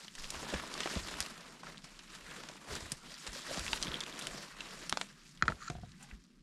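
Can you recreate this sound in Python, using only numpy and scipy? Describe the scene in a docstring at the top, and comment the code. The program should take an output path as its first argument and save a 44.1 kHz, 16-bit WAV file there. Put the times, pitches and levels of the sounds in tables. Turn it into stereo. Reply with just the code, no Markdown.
"""Pushing through dry brush

Someone wades slowly through dense autumn brush, carrying the microphone on a camera. Noise grains make
the rustle of litter, stems and leaves; short bursts and ringing modes make snapping twigs, a ticking
stalk and groaning stems; sinking tones make feet thud on soft ground. Near the end a branch close on
the right knocks sharply, rubs past with a rough creak and leaves the camera mount rattling."""
import sys
import numpy as np
from scipy import signal
from scipy.io import wavfile
from scipy.ndimage import uniform_filter1d

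SR = 44100
rng = np.random.default_rng(int(sys.argv[2]) if len(sys.argv) > 2 else 0)


def dump(signal):
    """Clip the signal to [-1, 1] and save it as 16-bit WAV at the path in sys.argv[1]."""
    limited = np.clip(np.atleast_2d(signal).T, -1, 1)
    pcm = np.round(limited * 32767).astype(np.int16)
    wavfile.write(sys.argv[1], SR, pcm)


N = 283210
TIME = np.arange(N) / SR
BAND_HZ = 28 * 2 ** (np.arange(19) / 2)  # half-octave centres

# knocks of the close branch: t/s, strength/dB, contact brightness f/Hz
KNOCKS = [(5.4123, -42, 2000), (5.4236, -12, 9050), (5.432, -45, 6100), (5.438, -31, 2500),
          (5.4806, -13.5, 3580), (5.489, -22, 1500), (5.521, -26, 1500)]
# rattles of the camera mount: t/s, strength/dB
RATTLES = [(5.6997, -30), (5.725, -43), (5.752, -35), (5.785, -42.5), (5.834, -37.5)]


def from_db(db):
    """Decibels to amplitude gain."""
    return 10 ** (np.asarray(db) / 20)


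def rms_one(x):
    """Scale to unit power."""
    return x / np.sqrt(np.mean(x ** 2) + 1e-20)


def in_time(rows):
    """Each column of a curve at every sample."""
    s, *columns = np.transpose(rows)
    return [np.interp(TIME, s, column) for column in columns]


def at_hz(points, hz):
    """Read a spectrum on a log-frequency axis."""
    f, value = np.transpose(points)
    return np.interp(np.log(hz), np.log(f), value)


def filtered(x, hz, kind, order=2):
    """Causal Butterworth filter."""
    edges = np.clip(hz, 10, .45 * SR)
    return signal.sosfilt(signal.butter(order, edges, kind, fs=SR, output="sos"), x + 1e-18)


def band(x, hz, octaves=0.48, order=2):
    """Band-pass about a centre."""
    return filtered(x, [hz * 2 ** (-octaves / 2), hz * 2 ** (octaves / 2)], "band", order=order)


def drift(rate):
    """Random wander with spread 1, turning this many times a second."""
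    points = rng.standard_normal(4096)
    return rms_one(np.interp(TIME * rate, np.arange(len(points)), points))


def panned(x, left_db):
    """Place a sound by the level of left over right."""
    return x * from_db(left_db * np.array([[.5], [-.5]]))


def stereo(pair, hz):
    """Mix two unrelated signals into left and right with the likeness usual at a frequency."""
    # likeness of the two channels: f/Hz, likeness [0..1]
    likeness = [(30, 0.51), (300, 0.96), (700, 0.89), (2000, 0.79), (5000, 0.8), (8000, 0.7), (13000, 0.24)]
    alike = np.clip(at_hz(likeness, hz), 0, 1)
    middle = np.sqrt(1 + alike) * pair[0]
    side = np.sqrt(1 - alike) * pair[1] * [[1], [-1]]
    return (middle + side) / np.sqrt(2)


def add(track, s, sound):
    """Mix a sound in at a time."""
    i = max(round(s * SR), 0)
    track[..., i:i + sound.shape[-1]] += sound[..., :N - i]


def ring(force, modes):
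    """A unit click sets every mode ringing at its level; neighbours swing in opposite directions."""
    out = 0
    for k, (hz, db, t60) in enumerate(modes):
        r, w = from_db(-60 / (t60 * SR)), 2 * np.pi * hz / SR
        mode = signal.lfilter([0, np.sin(w)], [1, -2 * r * np.cos(w), r * r], force + 1e-18)
        out = out + (-1) ** k * from_db(db) * mode
    return out


def crackle(per_s, spread_db, grain_s, clump_db=6.0, clumps_per_s=45):
    """Power, mean 1, of many tiny fractures that come in clumps, each sudden and quickly dying."""
    born = rng.random(N) < per_s / SR * from_db(clump_db * drift(clumps_per_s))
    power = born * from_db(spread_db * np.minimum(rng.exponential(1, N), 3.5)) ** 2
    power = signal.lfilter([1], [1, -np.exp(-1 / (grain_s * SR))], power + 1e-18)
    return power / power.mean()


def evened(power, window_s, evenness):
    """Take the slow swells out of a track of power and keep its quick grain."""
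    slow = uniform_filter1d(power, max(int(window_s * SR), 1))
    return power / (slow + 1e-6) ** np.clip(evenness, 0, 1)


def swell(track, s, hold_s, db, quickness=1):
    """Add to a track of power a movement that swells quickly up to s, holds and settles more slowly."""
    swell_db_per_s, settle_db_per_s = 328, 140.5  # at quickness 1
    t = TIME[:SR] - .25
    rise_db = np.minimum(swell_db_per_s * t, 0)
    fall_db = settle_db_per_s * np.maximum(t - hold_s, 0)
    shape_db = quickness * (rise_db - fall_db)
    out = track.copy()
    # whatever would come before time zero is left out
    add(out, s + t[0], (from_db(db) * from_db(shape_db[s + t >= 0])) ** 2)
    return out


def shaped(x, power):
    """Give a noisy sound the envelope and the energy of a track of power."""
    return x * np.sqrt(power * power.mean() / np.mean(power * x ** 2))


def thicket(x, near_db, far_db, near_t60=0.038, far_t60=0.16):
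    """Ground and stems scatter the sound at once; trunks farther off return a faint tail."""
    t = TIME[:SR // 2]
    scatter = filtered(rng.standard_normal((2, len(t))), 13000, "low") * (t > .003)
    response = 0
    for db, t60 in (near_db, near_t60), (far_db, far_t60):
        tail = scatter * from_db(-60 * t / t60)
        response = response + from_db(db) * rms_one(tail) / np.sqrt(len(t))
    return x + signal.fftconvolve(x, response, axes=1)[:, :N]


def off_the_ground(x):
    """Narrow dips and peaks where direct and ground-reflected sound meet."""
    # hollows and lifts: f/Hz, level/dB, sharpness Q
    ground_colour = [(810, -5, 3.6), (985, 1.5, 6.4), (2270, -1.5, 2.9), (6100, -2.5, 2.7),
                     (7150, 1.5, 9.8), (8000, -3, 6.6)]
    for hz, db, q in ground_colour:
        x = x + (from_db(db) - 1) * signal.lfilter(*signal.iirpeak(hz, q, fs=SR), x)
    return x


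def movement():
    """Levels in dB of trodden litter, scraping stems and dry leaves: the steady drag plus every sweep."""
    # steady drag of the body through the stems, following the walking effort: t/s, level/dB
    drag = [(0, -62), (.13, -76), (.36, -53.5), (1.02, -52), (1.25, -54), (1.52, -57.5), (1.8, -67.5),
            (2.03, -61), (2.3, -53.5), (2.6, -57.5), (2.99, -65.5), (3.2, -59.5), (3.55, -51),
            (4.25, -50.5), (4.54, -57), (4.9, -57.5), (5.3, -66.5), (5.95, -67.5), (6.2, -74),
            (6.42, -78.5)]
    # the litter falls quiet while a foot hangs in the air before a step: t/s, change of litter level/dB
    foot_lifted = [(.29, 2), (.35, -1.5), (1.8, 0.5), (2.06, -6.5), (2.4, 0), (2.88, 0.5), (2.97, -16),
                   (3.47, -5.5), (3.56, -10)]
    # a leg or arm sweeps through the brush: full swell t/s, hold/s, stems level/dB,
    # litter above stems/dB, dry leaves above stems/dB
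    sweeps = [(0.005, 0.078, -61, -26, 15), (0.184, 0.078, -55, -8, 11), (0.332, 0.16, -52.5, 0, 5.5),
              (0.507, 0.083, -48, -6, -1), (0.64, 0.21, -55, -3, 5), (0.79, 0.13, -47, -7, -1.5),
              (0.924, 0.07, -51.5, -5.5, 9), (1.076, .025, -54, -15, 9.5), (1.123, 0.015, -52.5, 1, -14),
              (1.19, 0.064, -53, -5, 6), (1.66, 0.053, -56, -1.5, -0.5), (1.84, 0.084, -67, -1, 13.5),
              (2.115, 0.034, -58.5, -13, 8), (2.29, 0.1, -53.5, -28, -2.5), (2.705, 0.055, -48, 1, 4),
              (2.812, 0.12, -56, -5, 6), (3.047, 0.015, -56.5, -2, 0), (3.1, 0.14, -59.5, -30, 13),
              (3.26, 0.01, -53, -4, -1), (3.339, 0.038, -53, -6, 11), (3.45, 0.024, -51, -9, 5),
              (3.503, 0.024, -53.5, -5, 11), (3.541, 0.068, -51.5, 1, 12.5),
              (3.654, 0.098, -52, -0.5, 11.5), (3.81, 0.14, -50, 0.5, -2), (4.044, 0.12, -58, 5, -1),
              (4.217, 0.2, -57, 5, 9), (4.592, 0.021, -52, -6, -15), (4.657, 0.19, -55, -3, 5),
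              (4.956, 0.068, -61.5, 2.5, 12.5), (5.26, 0.032, -73.5, -11, 20),
              (5.478, 0.034, -63.5, 5.5, 11.5), (5.604, 0.12, -60.5, -19, 0.5), (6.013, 0.018, -65, -8, 8),
              (6.092, 0.0076, -62.5, -9, 1.5)]
    # at the usual drag, litter and leaves lie this far above the stems
    usual_db, litter_above_db, leaves_above_db = -60, -3, 1.09 * 0 + 1.5
    # dB per dB of effort; trodden litter answers most steeply
    litter_follows, leaves_follows = 1.09, 0.68
    drag_db, = in_time(drag)
    lifted_db, = in_time(foot_lifted)
    effort_db = drag_db - usual_db
    litter_db = litter_above_db + litter_follows * effort_db + lifted_db
    leaves_db = leaves_above_db + leaves_follows * effort_db
    power = from_db(usual_db + np.array([litter_db, effort_db, leaves_db])) ** 2
    for s, hold_s, db, litter_db, leaves_db in sweeps:
        power = swell(power, s, hold_s, db + np.array([[litter_db], [0], [leaves_db]]))
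    return 10 * np.log10(power)


def background(sway_db, rumble_hz=72, drone_hz=168, drone_db=-64.0, drone_octaves=0.58, waver_db=3.5):
    """Quiet air and a low wavering drone, with the rumble of the moving camera on top."""
    # still forest air: f/Hz, level/dB per half octave
    air_colour = [(25, -61.5), (55, -101.5), (95, -101.5), (160, -80.5), (250, -64.5), (340, -78),
                  (700, -109), (5000, -92), (14000, -104)]
    white, air = rng.standard_normal((2, 2, N)), 0
    for k, hz in enumerate(BAND_HZ):
        air = air + stereo(rms_one(band(white[k % 2], hz)), hz) * from_db(at_hz(air_colour, hz))
    hum = band(rng.standard_normal((2, N)), drone_hz, drone_octaves, order=3)
    drone = stereo(rms_one(hum), drone_hz) * from_db(drone_db + waver_db * drift(11))
    rumble = filtered(rng.standard_normal((2, N)), 20, "high")
    rumble = stereo(rms_one(filtered(rumble, rumble_hz, "low", order=3)), rumble_hz)
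    return air + drone + rumble * from_db(sway_db)


def sway(litter_db, above_litter_db=-17, uneven_db=-1.0):
    """Level in dB of the faint handling rumble: it follows the tread unevenly."""
    return litter_db + above_litter_db + uneven_db * drift(23)


def lurches(octaves=1.37):
    """Each shift of weight shakes the camera in a low band of noise with its own centre."""
    # shifts of weight: full swell t/s, hold/s, rumble level/dB, centre f/Hz
    shifts = [(0.195, 0.1, -49, 14), (0.34, .08, -56, 53), (.58, 0.051, -62, 58), (0.996, .07, -54, 53),
              (1.1, 0.12, -55, 42), (2.2, 0.13, -62, 29), (2.703, .04, -49, 77), (2.82, 0.031, -50, 65),
              (2.923, 0.044, -59, 35), (3.587, .11, -48.5, 54), (3.727, .09, -50.5, 25),
              (3.895, 0.017, -47.5, 39), (4.27, 0.048, -54.5, 40), (5.458, 0.075, -51, 53),
              (5.712, .17, -52, 68)]
    out = 0
    for s, hold_s, db, hz in shifts:
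        shake = stereo(band(rng.standard_normal((2, N)), hz, octaves), hz)
        out = out + shaped(shake, swell(np.zeros(N), s, hold_s, db, quickness=2.0))
    return out


def bumps():
    """All soft blows that reach the camera: the thuds and the jolts of knocks and rattles."""
    # heels, soles and bumps against the body: t/s, level/dB, starting f/Hz, settled f/Hz, t60/s
    blows = list([(.528, -34, 292, 80, .05), (.538, -29.5, 262, 160, 0.072), (.542, -30.5, 81, 63, 0.1),
                  (.961, -28.5, 230, 160, .07), (.968, -30, 99, 48, .1), (1.209, -41, 130, 40, .08),
                  (1.318, -46.5, 260, 190, 0.11), (2.921, -34.5, 190, 111, 0.059),
                  (3.284, -42, 70, 38.4, 0.19), (3.574, -34.5, 300, 90, 0.081),
                  (3.88, -32.5, 231, 50, 0.058), (4.928, -33.5, 417, 110, 0.047),
                  (5.499, -29.5, 272, 55, 0.049), (6.125, -43.5, 54, 50, 0.22)])
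    # jolt of each hit: dB above the hit, starting Hz, settled Hz, t60 in s
    knock_jolt, rattle_jolt = (-20.5, 319, 52, 0.18), (-9.5, 240, 55, 0.13)
    for hits, (above_db, *wobble) in ((KNOCKS, knock_jolt), (RATTLES, rattle_jolt)):
        for s, db, *_ in hits:
            blows.append((s, db + above_db, *wobble))
    return blows


def thuds(settle_s=0.0092, rise_s=0.002, grit=0.3, crumble_db=-14, crumble_hz=340, crumble_t60=0.059):
    """A soft blow starts high and sinks to a slow wobble as the weight settles; the ground crumbles on."""
    out, t = np.zeros(N), TIME[:SR // 4]
    for s, db, start_hz, rest_hz, t60 in bumps():
        hz = rest_hz + (start_hz - rest_hz) * np.exp(-t / settle_s)
        wobble = np.sin(2 * np.pi * np.cumsum(hz) / SR)
        crunch = grit * rms_one(filtered(rng.standard_normal(len(t)), 2 * start_hz, "low"))
        push = (wobble + crunch) * from_db(-60 * t / t60)
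        # the fifth power leaves a few large grains among many small ones
        crumbs = rms_one(band(rng.standard_normal(len(t)) ** 5, crumble_hz, 2.3))
        push += crumbs * from_db(crumble_db - 60 * t / crumble_t60)
        add(out, s, push * from_db(db) * (1 - np.exp(-t / rise_s)))
    return out


def mount():
    """The jolted camera mount chatters a few times, each click ringing its modes."""
    # what the mount rings with: f/Hz, level/dB, t60/s
    mount_modes = [(143, -7, 0.095), (715, -8, 0.051), (1480, -18, 0.024)]
    force = np.zeros(N)
    for s, db in RATTLES:
        add(force, s, from_db([db]))
    return ring(force, mount_modes)


def branch(splinter=0.029, splinter_s=0.0021, rub_low_hz=2200, bark_db=-5, creak_db=3.0,
           creak_follows=0.31, creak_jitter=0.075, creak_flutter_db=5):
    """Hard knocks and then the fine slips of rubbing bark drive the same wood modes."""
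    # what the branch rings with: f/Hz, level/dB, t60/s
    branch_modes = [(1340, -2, 0.018), (1880, -3.5, 0.0073), (2470, -23, 0.034), (3260, -17, 0.0074),
                    (4160, -15.5, 0.014), (4850, -18.5, 0.008), (5340, -18, 0.005), (7000, -12.5, 0.0073)]
    # what the rubbed bark rings with: f/Hz, level/dB, t60/s
    bark_modes = [(4200, -2, 0.003), (7250, 4, 0.0056)]
    # bark rubbing past: t/s, level/dB
    rub_curve = [(5.57, -70), (5.608, -56), (5.62, -46), (5.637, -51.5), (5.645, -53), (5.676, -52),
                 (5.680, -41), (5.685, -38), (5.689, -62), (5.70, -77)]
    # pitch of the creak as the branch bends, before jitter: t/s, f/Hz
    creak_curve = [(5.6, 1420), (5.63, 1340), (5.66, 1432), (5.68, 1480)]
    force, t = np.zeros(N), TIME[:SR // 50]
    for s, db, bright_hz in KNOCKS:
        contact = (t == 0) + splinter * rng.standard_normal(len(t)) * np.exp(-t / splinter_s)
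        add(force, s, from_db(db) * filtered(contact, bright_hz, "low", order=1))
    knocks = filtered(ring(force, branch_modes), 770, "high")
    slips = rng.standard_normal(N) * np.sqrt(crackle(per_s=1980, spread_db=5.5, grain_s=0.00072))
    rub = rms_one(ring(filtered(slips, rub_low_hz, "high", order=1), branch_modes))
    rub += from_db(bark_db) * rms_one(ring(slips, bark_modes))
    # the harder the rub, the more the slips lock into a rough creak near the lowest mode
    rub_db, = in_time(rub_curve)
    creak_hz = in_time(creak_curve)[0] * (1 + creak_jitter * drift(1100))
    locked_db = creak_db + creak_follows * (rub_db - rub_db.max()) + creak_flutter_db * drift(260)
    rub += from_db(locked_db) * np.sin(2 * np.pi * np.cumsum(creak_hz) / SR)
    rub /= np.sqrt(uniform_filter1d(rub ** 2, size=600))  # so the curve alone sets the level
    touching = (TIME > rub_curve[0][0]) & (TIME < rub_curve[-1][0])
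    return filtered(knocks + rub * from_db(rub_db) * touching, 6800, "low", order=6)


def groans(slips_per_s=700):
    """Bent stems groan against each other: uneven slips of bark on bark ring a stem for a moment."""
    # groans: full swell t/s, hold/s, level/dB, pitch f/Hz, upper modes/dB
    groan_list = [(3.261, 0.008, -55, 478, -18), (3.358, 0.012, -53, 550, -13),
                  (3.485, 0.014, -51, 520, -25), (3.513, .002, -40, 574, -22), (3.55, 0.01, -48, 533, -19),
                  (6.008, 0.027, -61.5, 794, 3), (6.037, 0.0094, -61.5, 810, -14),
                  (6.108, 0.0066, -54.5, 790, 8)]
    # what a groaning stem rings with: multiple of its pitch, level/dB, t60/s
    stem_modes = [(1, -2, 0.025), (1.9, 0, .014), (2.5, -1, .012), (3.25, 2, .01)]
    out = 0
    slips = rng.standard_normal(N) * np.sqrt(crackle(per_s=slips_per_s, spread_db=2.0, grain_s=0.00018))
    for s, hold_s, db, hz, upper_db in groan_list:
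        modes = [(hz * multiple, mode_db + upper_db * (multiple > 1), t60)
                 for multiple, mode_db, t60 in stem_modes]
        envelope = swell(np.zeros(N), s, hold_s, db, quickness=5.6)
        out = out + shaped(ring(slips, modes), envelope)
    return out


def stalk(level_db=2.5, slip_s=0.00092, click=0.85):
    """Each slip of a bent dry stalk is a tiny sharp scuff that rings briefly at its own pitch."""
    # the stalk catching and letting go: t/s, peak level/dB before level_db is added, pitch f/Hz
    ticks = [(3.853, -38, 3700), (3.8694, -33, 3500), (3.881, -34, 3270), (3.9168, -32, 3400),
             (3.942, -27, 3280), (3.9557, -36, 3400), (3.970, -38, 3600), (3.99, -47, 3530),
             (4.0094, -30, 3420), (4.064, -33.5, 3150), (4.126, -39.5, 3330), (4.160, -43, 3580),
             (4.171, -42, 3540), (4.212, -35.5, 3300), (4.252, -40, 3660), (4.27, -33, 3000)]
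    # what the stalk rings with: multiple of its pitch, level/dB, t60/s
    stalk_modes = [(.62, -7, 0.007), (1, 7, 0.0075), (1.38, -4.5, .003), (1.6, -10, 0.0037)]
    out, t = np.zeros(N), TIME[:SR // 25]
    for s, db, hz in ticks:
        scuff = rng.standard_normal(len(t)) * np.exp(-t / slip_s)
        modes = [(hz * multiple, mode_db, t60) for multiple, mode_db, t60 in stalk_modes]
        tick = click * scuff + ring(scuff, modes)
        add(out, s, from_db(db + level_db) * tick / np.abs(tick).max())
    return out


def snaps(break_s=0.000098, top_hz=7800, top_ratio=2.38, wood_share=0.73, dead_octaves=1.35, cycles=9):
    """A twig breaks at once, its fibres tear on in a band of noise and the broken piece may ring; scuffs and
    crumbling ground sound as wide, dull cracks."""
    # the loudest twigs, with a few scuffs of feet and crumbling ground: t/s, level/dB over the first 6 ms,
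    # centre f/Hz, width/octaves, t60/s of the tearing
    twigs = [(0.081, -45.5, 3030, 0.35, 0.022), (.152, -46, 3850, 2.5, 0.037),
             (0.1814, -49.5, 1700, 0.4, 0.027), (.2203, -61, 5000, 3, .002),
             (0.2313, -55, 4200, 0.61, .003), (.243, -43, 3300, 0.59, 0.0074),
             (0.304, -36.5, 7000, 0.94, 0.022), (0.3464, -44, 650, 1.2, 0.013),
             (0.428, -51, 1120, 0.85, 0.017), (.433, -46, 330, 1, .05), (0.467, -48, 890, 0.81, 0.011),
             (0.501, -44.5, 1300, 4.3, 0.022), (0.525, -43, 600, 0.33, 0.049),
             (0.5368, -33.5, 580, 0.6, 0.02), (0.54, -36.5, 1800, 0.91, 0.03), (.549, -47, 700, 2.4, 0.013),
             (.561, -44, 1400, 1.2, 0.023), (0.5978, -41.5, 1430, 0.79, 0.03),
             (.637, -45, 950, 1.15, 0.023), (0.7396, -40, 4600, 0.6, 0.018), (0.752, -43, 1190, 1, .03),
             (.778, -43.5, 2020, 3, .008), (0.8042, -34, 1500, 3.3, 0.032), (0.833, -38, 2880, 0.93, 0.054),
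             (.857, -43, 300, 1.1, 0.063), (0.8582, -34, 715, 0.94, 0.043), (0.873, -36.5, 890, 1.8, 0.022),
             (0.893, -48, 4800, 0.91, .006), (0.937, -43, 220, 1.4, 0.05),
             (0.955, -44.5, 3830, 0.42, 0.0077), (1.074, -46, 5200, 0.73, 0.0099),
             (1.0844, -41, 1480, 3.4, 0.039), (1.125, -47, 1370, 2.2, 0.025), (1.14, -42.5, 1500, 2.1, .02),
             (1.2044, -31, 4770, 2.7, 0.009), (1.207, -39.5, 4000, 3, 0.059),
             (1.226, -43.5, 4270, 0.49, 0.0083), (1.6331, -45, 1050, 0.87, 0.039),
             (1.668, -47, 1360, 0.69, .05), (1.774, -53, 3280, 0.31, 0.0072),
             (1.780, -51, 3960, 0.64, 0.0054), (1.8424, -48.5, 1880, 6, 0.048),
             (1.9912, -48, 2950, 1.3, 0.042), (2.15, -49, 2500, 4.5, 0.022),
             (2.436, -46.5, 1200, 2.7, 0.02), (2.4874, -44.5, 2210, 3.2, 0.028),
             (2.496, -50, 600, 0.65, 0.04), (2.753, -41, 5800, 0.94, 0.024),
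             (2.919, -32.5, 5900, 1.5, 0.023), (3.142, -46.5, 4730, .8, 0.016),
             (3.266, -41.5, 3000, 3.5, 0.051), (3.2744, -40.5, 2500, 7, 0.029),
             (3.5453, -43, 1500, 1.5, 0.0084), (3.574, -39, 650, 1.1, .005),
             (3.5943, -39.5, 4500, 2.2, 0.011), (3.665, -41, 2480, 2.1, 0.0051),
             (3.68, -37, 2700, 0.76, 0.028), (3.7313, -33.5, 3870, 0.24, 0.013),
             (3.7313, -33, 2800, 0.42, 0.023), (3.732, -36.5, 900, 0.32, 0.034),
             (3.7321, -38.5, 1550, 0.36, 0.02), (3.773, -41.5, 2800, 1.3, .03),
             (3.8266, -32, 4900, 0.7, 0.0077), (3.8317, -36.5, 3200, 0.75, 0.011),
             (3.8478, -43, 3900, 0.94, .004), (4.0054, -37.5, 3570, 3.7, 0.014),
             (4.036, -41.5, 3400, 0.9, 0.016), (4.191, -41, 4850, 5.6, 0.051),
             (4.224, -48, 5500, 1.8, .002), (4.27, -38.5, 4300, 3.8, 0.014),
             (4.6062, -38.5, 2820, 0.56, 0.022), (4.895, -34, 4600, 2.4, 0.016),
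             (4.9257, -36, 3900, 0.93, 0.0073), (4.9257, -28.5, 1130, 0.7, 0.007),
             (4.9727, -36, 3300, 3.2, 0.013), (4.9726, -33.5, 620, 1.4, 0.013),
             (5.013, -32.5, 1190, 2.8, 0.018), (5.3739, -56, 3340, 0.69, 0.025),
             (5.454, -46, 730, 0.94, 0.042), (5.499, -39.5, 616, 1.4, 0.068),
             (5.6997, -39.5, 930, 3.3, 0.019), (5.918, -57.5, 3900, 1.2, .025),
             (6.027, -51.5, 7300, 0.96, 0.057), (6.239, -66, 5870, 0.64, .02)]
    out, t = np.zeros((2, N)), TIME[:SR // 20]
    head = t < .006
    for s, db, hz, octaves, t60 in twigs:
        fibres = from_db(-60 * t / t60) + np.exp(-t / break_s)
        crack = band(rng.standard_normal((2, len(t))) * fibres, hz, octaves, order=1)
        crack = filtered(crack, max(top_hz, top_ratio * hz), "low", order=3)
        crack /= np.sqrt(np.mean(crack[:, head] ** 2, axis=1, keepdims=True))
        wood = np.sin(2 * np.pi * hz * t) * from_db(-60 * t / max(cycles / hz, t60 / 2))
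        wood /= np.sqrt(np.mean(wood[head] ** 2))
        # clean breaks ring, wide crunches do not
        ringing = np.clip(wood_share * (1 - octaves / dead_octaves), 0, 1)
        snap = np.sqrt(1 - ringing) * stereo(crack, hz) + np.sqrt(ringing) * wood
        add(out, s, from_db(db) * snap / np.sqrt(np.mean(snap[:, head] ** 2)))
    return out


def crunches(litter_db, per_s=24, level_db=4.0, spread_db=4.5, hz=700, octaves=2.6, t60=0.016):
    """Small sticks give way under the litter at random, each a short dull crack."""
    born = rng.random(N) < per_s / SR
    size_db = spread_db * (np.minimum(rng.exponential(1, N), 3) - 1)
    size = born * from_db(litter_db + level_db + size_db)
    fibres = signal.lfilter([1], [1, -from_db(-60 / (t60 * SR))], size + 1e-18)
    return fibres * rms_one(band(rng.standard_normal(N), hz, octaves))


def leaf_ticks(stems_db, leaves_db, per_s=210, level_db=6.0, spread_db=2.0, cycles=8,
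               low_hz=1100, high_hz=9000, click=1.07, count=40):
    """Single brittle leaves and stalks crack out of the rustle, each a sharp click with a brief pitch."""
    at = np.flatnonzero(rng.random(N) < per_s / SR)
    size_db = spread_db * np.minimum(rng.exponential(1, N), 3)
    piece, out = rng.integers(0, count, N), 0
    for k, hz in enumerate(np.geomspace(low_hz, high_hz, count)):
        own, force = at[piece[at] == k], np.zeros(N)
        light = at_hz([(1900, 0), (4500, 0.77)], hz)  # high pitches follow the leaves, low ones the stems
        follow_db = light * leaves_db[own] + (1 - light) * stems_db[own]
        force[own] = from_db(level_db + size_db[own] + follow_db)
        tick = click * force + ring(force, [(hz, 0, cycles / hz)])
        out = out + panned(tick, left_db=rng.normal(0, 5.6))  # each pitch has its own place
    return filtered(out, 630, "high")


def rustle(litter_db, stems_db, leaves_db, shared=0.44, own=0.33, patchy_db=1.38):
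    """Leaves slide and fracture: broad cracks span all bands, small flakes sound in one."""
    # colour of the rustle about its three levels: f/Hz, level/dB per half octave
    leaf_colour = [(150, -9.5), (280, -7.5), (450, -7), (800, -6), (1200, -7), (1800, -5), (2600, -6),
                   (3600, -6.5), (5000, -5.5), (7200, -7), (10000, -12.5), (14000, -11.5)]
    cracks = evened(crackle(per_s=470, spread_db=5.0, grain_s=0.004), window_s=0.06, evenness=1.0)
    white, out = rng.standard_normal((2, 2, N)), 0
    for k, hz in enumerate(BAND_HZ[BAND_HZ > 140]):
        # litter weighs most in the low bands, dry leaves in the high ones
        heavy = at_hz([(780, 0.92), (1200, 0.049)], hz)
        light = at_hz([(1900, 0.016), (4500, 0.55)], hz)
        level_db = heavy * litter_db + light * leaves_db + (1 - heavy - light) * stems_db
        flakes = crackle(per_s=450, spread_db=3.0, grain_s=0.0033)
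        power = shared * cracks + own * flakes + max(1 - shared - own, 0)  # the rest is steady sliding
        grains = rms_one(band(white[k % 2] * np.sqrt(power), hz))
        colour_db = at_hz(leaf_colour, hz) + patchy_db * drift(30)
        out = out + stereo(grains, hz) * from_db(level_db + colour_db)
    return out


def scene():
    """The brush lies mostly to the left; the branch passes close on the right."""
    # where the disturbed brush lies: t/s, left over right level/dB
    bearing = [(0, 3), (.9, 2), (1.2, 6), (2, 3), (5.05, 1.5), (5.7, 4), (6.42, 3)]
    bearing_db, = in_time(bearing)
    litter_db, stems_db, leaves_db = movement()
    handling = thuds() + lurches() + background(sway(litter_db))
    close = thicket(panned(branch() + mount(), left_db=-8.5), near_db=-19, far_db=-34.0)
    cracks = snaps() + stalk() + groans() + crunches(litter_db) + leaf_ticks(stems_db, leaves_db)
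    twigs = thicket(panned(cracks, left_db=bearing_db), near_db=-22.5, far_db=-17.5)
    brush = off_the_ground(panned(rustle(litter_db, stems_db, leaves_db), left_db=bearing_db))
    return brush + twigs + close + panned(handling, left_db=-3.0)


def record(dry):
    """The microphone fades above 10.88 kHz, then the top is cut steeply at 15.7 kHz."""
    soft = filtered(dry, 10880, "low", order=4)
    return signal.sosfilt(signal.ellip(10, .1, 80, 15700, fs=SR, output="sos"), soft)


dry = scene()
out = record(dry)
dump(out)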